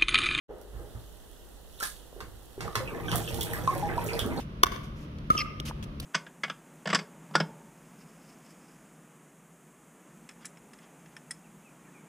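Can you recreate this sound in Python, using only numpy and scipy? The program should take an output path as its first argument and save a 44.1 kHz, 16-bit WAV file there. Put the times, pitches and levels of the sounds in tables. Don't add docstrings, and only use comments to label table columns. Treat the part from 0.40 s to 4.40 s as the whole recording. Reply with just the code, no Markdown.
import sys
import numpy as np
from scipy import signal
from scipy.fft import rfft, irfft
from scipy.io import wavfile
from scipy.ndimage import uniform_filter1d

SR = 44100
rng = np.random.default_rng(int(sys.argv[2]) if len(sys.argv) > 2 else 0)


def output_pcm(signal):
    pcm = np.clip(np.atleast_2d(signal).T, -1, 1) * 32767
    wavfile.write(sys.argv[1], SR, np.round(pcm).astype(np.int16))


N = 176400
T, HZ = np.arange(N) / SR, np.fft.rfftfreq(2 * N, 1 / SR)

# (frequency [Hz], relative density [dB per Hz])
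HISS_COLOUR = [(25, -5), (47, 6.5), (70, -6), (150, -16.5), (480, -15), (1100, -26.5), (1950, -28.5),
               (2300, -40.5), (2900, -26.5), (4100, -30.5), (5000, -34), (11500, -30), (16000, -32)]
HISS_DB, HUM_HZ, HUM_DB = -47.5, 50.2, -51
START_S = 0.082
HISS_FADE_S, HISS_FADE_HZ = 0.15, 3280

# (time [s], pitch [Hz], level [dB], decay to 1/e [s])
TUB_BUMPS = [(.092, 440, -44, 0.12), (0.333, 54.6, -39.5, 0.12), (0.393, 420, -46, 0.071),
             (0.551, 74, -38, 0.035), (2.72, 130, -31, 0.085), (2.93, 82.2, -32.5, 0.046),
             (1.761, 397, -48.5, 0.078), (1.825, 91, -43.5, 0.09), (2.401, 1080, -40, 0.013),
             (2.716, 414, -35.5, 0.03), (2.728, 1200, -29, 0.012), (3.971, 630, -34.5, .08),
             (2.362, 124, -34.5, 0.045), (3.819, 78, -32.5, 0.072), (3.85, 270, -34, 0.27)]
BUMP_WIDTH_OCTAVES, BUMP_ATTACK_S, BUMP_TOP_HZ = 0.34, 0.00037, 1860

# (time [s], level [dB])
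SPRAY_LEVEL = [(.1, -70.5), (.6, -61.5), (1.25, -66), (1.47, -43.5), (1.68, -66), (2.15, -64), (2.4, -51.5),
               (2.63, -56.5), (2.72, -40.5), (2.86, -43.5), (3.02, -44), (3.55, -51.5), (3.68, -46.5),
               (4, -52.5)]
# (frequency [Hz], relative level [dB])
SPRAY_TONE = [(2700, 2.5), (4800, -3), (11000, 7.5), (14500, 2)]
SPRAY_PER_S, SPRAY_SPREAD_DB, SPRAY_CYCLES = 1100, 3, 14
TICKS_PER_S, TICK_SPREAD_DB, TICK_SHARE = 110, 5.5, 0.7

# (time [s], level [dB], decay to 1/e [s], tilt [dB per octave])
SPLASH_EVENTS = [(.214, -50, 0.0027, 5), (1.402, -36, 0.0092, 0.5), (1.422, -39, 0.0037, -2),
                 (1.4272, -28.5, 0.014, 0.5), (1.452, -38, 0.011, -0.5), (1.805, -36.5, 0.0083, -5.5),
                 (2.206, -39, 0.036, -4.5), (2.3541, -27.5, 0.01, -4.5), (2.715, -35, 0.013, -2),
                 (2.757, -22.5, 0.0031, 10), (2.944, -33, 0.0043, 6.5), (3.009, -26, 0.0052, 7),
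                 (3.0312, -27.5, 0.0033, 10), (3.133, -34.5, 0.01, 9), (3.349, -41.5, 0.0055, 5.5),
                 (3.641, -26, 0.0061, 24.5), (3.7929, -30, 0.00083, -0.5),]
# (frequency [Hz], relative level [dB])
SPLASH_COLOUR = [(60, -57), (300, -11.5), (800, -5), (1400, 4), (2400, -2.5), (4700, 2), (6500, -1),
                 (11000, 0), (16000, -6)]
DROPS_PER_S, DROP_SPREAD_DB = 4000, 3.5
CLUMP_DB = 2.5
SLAP, SLAP_S = 0.68, 0.007
CRACK, CRACK_UNDER_S = 9, 0.0044

# (time [s], pitch [Hz], level [dB], ring t60 [s])
SINGLE_BUBBLES = [(1.407, 1340, -27.5, 0.06), (1.4275, 1605, -22, 0.036), (1.4536, 10260, -26.5, 0.022),
                  (2.179, 380, -31, 0.063), (1.728, 520, -36, 0.014), (2.279, 1162, -27.5, 0.035),
                  (2.405, 515.5, -30.5, 0.17), (2.476, 2460, -31.5, 0.057), (2.682, 1510, -28, 0.12),
                  (2.683, 3070, -30.5, 0.023), (2.7165, 3050, -23, 0.017), (2.748, 710, -27, 0.097),
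                  (2.877, 2885, -27.5, 0.03), (2.927, 460, -37, 0.12), (3.011, 3250, -25, 0.025),
                  (3.135, 1764, -20, 0.017), (3.276, 1046, -14, 0.078), (3.426, 811.5, -23.5, 0.16),
                  (3.471, 808, -30, 0.034), (3.5798, 919, -18, 0.048), (3.662, 6660, -33.5, 0.027),
                  (3.6877, 2320, -24, 0.043), (3.728, 465, -30.5, 0.16), (3.733, 4550, -31, 0.017),
                  (3.7918, 3240, -20, 0.014), (3.974, 4180, -37.5, 0.06)]
BUBBLE_RISE, BUBBLE_ATTACK_S = 0.0013, 0.00021
SHARP, SETTLE_S = 0.096, 0.0031
FROTH_DB, FROTH_DECAY_S, FROTH_OCTAVES = -10, 0.021, 0.22
SNAP_DB, SNAP_S = -0.5, 0.00007

# (time [s], level [dB])
DRAIN_FLOW = [(2.12, -35), (2.2, -10), (2.27, -2.5), (2.33, -18.5), (2.4, -2.5), (2.49, -7), (2.63, -2),
              (2.76, 1), (2.84, -4.5), (3.25, -1), (3.75, -1), (3.88, -4.5), (4, -1)]
# (frequency [Hz], relative bubble level [dB])
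GURGLE_COLOUR = [(190, -12.5), (300, 3), (620, 4), (1100, 1), (1900, 1.5), (2400, 1)]
GURGLE_DB = -39
BUBBLE_GLIDE = 0.13
GURGLE_PER_S, GURGLE_SPREAD_DB, GURGLE_CYCLES, GULP_DB = 600, 3, 34, 3

# (frequency [Hz], width [Hz], level before the flow curve [dB])
PIPE_MODES = [(36.5, 2.2, -45), (71, 9.6, -44), (109.2, 20.5, -36.5), (165.7, 13.5, -39.5),
              (249, 36.4, -48), (313, 61, -45.5), (460, 9.2, -44.5)]

# (frequency [Hz], t60 [s])
ROOM_T60 = [(100, 0.28), (1500, 0.25), (4000, 0.24), (15000, 0.19)]
ROOM_DB, GURGLE_ROOM_DB, BUBBLE_ROOM_DB, ROOM_GAP_S = -2.5, -3, -6, 0.005
# (frequency [Hz], likeness [0 to 1])
LIKENESS = [(30, 0.089), (500, 0.2), (1100, 1), (2200, 0.02)]
# (frequency [Hz], level [dB])
LEFT_PORT = [(25, -11), (125, -1), (500, 0), (2000, -2), (7500, -3), (12000, -10), (16000, -18)]
LEFT_LAG_S, LAG_FROM_HZ = 0.000361, 1640
EDGE_HZ = 15700


def amp(db):
    return 10 ** (np.asarray(db) / 20)


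def unit(x):
    return x / np.sqrt(np.mean(x ** 2) + 1e-20)


def read(points, hz=HZ):
    f, value = np.transpose(points)
    return np.interp(np.log(hz + 1), np.log(f + 1), value)


def level(points):
    return amp(np.interp(T, *np.transpose(points)))


def shape(x, gain):
    return irfft(rfft(x, 2 * N) * gain)[..., :N]


def add(mix, s, sound):
    part = mix[max(round(s * SR), 0):][:len(sound)]
    part += sound[:len(part)]


def clicks(per_s, spread_db, size=N):
    height = amp(spread_db * np.minimum(rng.exponential(1, size), 4))
    sign = rng.choice([-1, 1], size)
    return height * sign * (rng.random(size) < per_s / SR)


def lumps(db, width, size=N):
    swell = unit(uniform_filter1d(rng.standard_normal(size), size=width))
    return unit(amp(db * np.tanh(swell)))


def diffuse(pair):
    same = np.clip(read(LIKENESS), -1, 1)
    blend = shape(pair[0], same) + shape(pair[1], np.sqrt(1 - same ** 2))
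    return np.array([blend, pair[0]])


def bubble(hz, t60, rise):
    t = np.arange(0, t60, 1 / SR)
    pitch = hz * (1 + rise * t / t60 + SHARP * np.exp(-t / SETTLE_S))
    turns = np.cumsum(pitch) / SR
    envelope = amp(-60 * t / t60) * (1 - np.exp(-t / BUBBLE_ATTACK_S))
    return envelope * np.sin(2 * np.pi * turns)


def crowd(colour, per_s, spread_db, cycles):
    out, low, high = np.zeros(N), colour[0][0], colour[-1][0]
    for when, small, life, luck, bend in rng.random((round(per_s * N / SR), 5)):
        hz = low * (high / low) ** small
        ring = bubble(hz, cycles / hz * (.5 + life), BUBBLE_GLIDE * (2 * bend - 1))
        strength = amp(read(colour, hz) - spread_db * np.log(luck + .02))
        add(out, when * N / SR, strength * np.sqrt(hz) * ring)
    return unit(out)


def background():
    hiss = unit(diffuse(shape(rng.standard_normal((2, N)), amp(read(HISS_COLOUR)))))
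    treble = shape(hiss, HZ ** 4 / (HZ ** 4 + HISS_FADE_HZ ** 4))
    hiss = hiss - treble * np.exp(-np.maximum(T - START_S, 0) / HISS_FADE_S)
    hum = np.sin(2 * np.pi * HUM_HZ * T)
    return amp(HISS_DB) * hiss + amp(HUM_DB) * hum


def bumps(size=32768):
    out, hz, t = np.zeros(N), np.fft.rfftfreq(size, 1 / SR), T[:size]
    for s, centre, db, decay in TUB_BUMPS:
        body = 1 / (1 + abs(np.log2((hz + 1) / centre) / BUMP_WIDTH_OCTAVES) ** 3)
        body = body / (1 + (hz / BUMP_TOP_HZ) ** 12)
        phase = np.exp(2j * np.pi * rng.random(len(hz)))
        ring = unit(irfft(np.sqrt(body) * phase))
        envelope = (1 - np.exp(-t / BUMP_ATTACK_S)) * np.exp(-t / decay)
        add(out, s, amp(db) * ring * envelope)
    return out


def spray():
    bursts = crowd(SPRAY_TONE, SPRAY_PER_S, SPRAY_SPREAD_DB, SPRAY_CYCLES)
    dry_tone = amp(read(SPRAY_TONE)) * HZ ** 3 / (HZ ** 3 + 2700 ** 3)
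    ticks = unit(shape(clicks(TICKS_PER_S, TICK_SPREAD_DB), dry_tone))
    return level(SPRAY_LEVEL) * unit(bursts + TICK_SHARE * ticks)


def splashes(size=16384):
    out, hz, t = np.zeros(N), np.fft.rfftfreq(size, 1 / SR), T[:size]
    for s, db, decay, tilt_db in SPLASH_EVENTS:
        colour = amp(read(SPLASH_COLOUR, hz) + tilt_db * np.log2(hz / 1000 + .1))
        crack = CRACK * np.exp(-decay / CRACK_UNDER_S) * (np.arange(size) == 20)
        ticks = crack + clicks(DROPS_PER_S, DROP_SPREAD_DB, size)
        drops = unit(irfft(rfft(ticks) * colour))
        shower = lumps(CLUMP_DB, width=90, size=size) * np.exp(-t / decay)
        slap = SLAP * np.exp(-t / SLAP_S)
        add(out, s, amp(db) * drops * (shower + slap))
    return out


def plops(size=8192):
    out, hz, t = np.zeros(N), np.fft.rfftfreq(size, 1 / SR), T[:size]
    for s, pitch, db, t60 in SINGLE_BUBBLES:
        near = 1 / (1 + (np.log2((hz + 1) / pitch) / FROTH_OCTAVES) ** 4)
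        fragments = unit(irfft(rfft(clicks(DROPS_PER_S, DROP_SPREAD_DB, size)) * near))
        froth = fragments * np.exp(-t / FROTH_DECAY_S) * min(pitch / 2500, 1)
        snap = np.exp(-t / SNAP_S) * min(pitch / 1000, 1) ** 2
        add(out, s, amp(db + FROTH_DB) * froth)
        add(out, s, amp(db) * bubble(pitch, t60, BUBBLE_RISE))
        add(out, s, amp(db + SNAP_DB) * snap)
    return out


def gurgle():
    bubbles = crowd(GURGLE_COLOUR, GURGLE_PER_S, GURGLE_SPREAD_DB, GURGLE_CYCLES)
    gulps = lumps(GULP_DB, width=1800)
    return amp(GURGLE_DB) * level(DRAIN_FLOW) * gulps * bubbles


def pipe():
    gulps = np.array([clicks(160, 2.13), clicks(160, 0.88)])
    resonance = 0
    for hz, width, db in PIPE_MODES:
        mode = 1 / (1 + 1j * (HZ - hz) / width) ** 2
        resonance = resonance + amp(db) * mode / np.sqrt(np.mean(abs(mode) ** 2))
    return diffuse(shape(unit(gulps), resonance)) * level(DRAIN_FLOW)


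def bathroom(x, wet_db):
    taps = diffuse(np.array([clicks(4000, 2), clicks(4000, 2)]))[:, :SR]
    hz, t, z = signal.stft(taps, SR, nperseg=256)
    fading = z * amp(-60 * t / read(ROOM_T60, hz)[:, None])
    tail = signal.istft(fading, SR, nperseg=256)[1][:, :SR] * (T[:SR] > ROOM_GAP_S)
    wet = signal.fftconvolve(x[None], tail / np.linalg.norm(tail[1]), axes=1)[:, :N]
    lag = LEFT_LAG_S * HZ ** 2 / (HZ ** 2 + LAG_FROM_HZ ** 2)
    direct = np.array([shape(x, np.exp(-2j * np.pi * HZ * lag)), x])
    return direct + amp(wet_db) * wet


def scene():
    water = bathroom(splashes() + spray(), ROOM_DB)
    tub_and_drain = bathroom(bumps() + gurgle(), GURGLE_ROOM_DB)
    single_bubbles = bathroom(plops(), BUBBLE_ROOM_DB)
    return water + tub_and_drain + single_bubbles + pipe() + background()


def record(dry):
    opening = np.clip((T - START_S) / 0.022, 0, 1)
    ports = np.array([shape(dry[0], amp(read(LEFT_PORT))), dry[1]]) * opening
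    lowpass = signal.firwin(301, EDGE_HZ, window=("kaiser", 9), fs=SR)
    return signal.oaconvolve(ports, lowpass[None], "same")


dry = scene()
out = record(dry)
output_pcm(out)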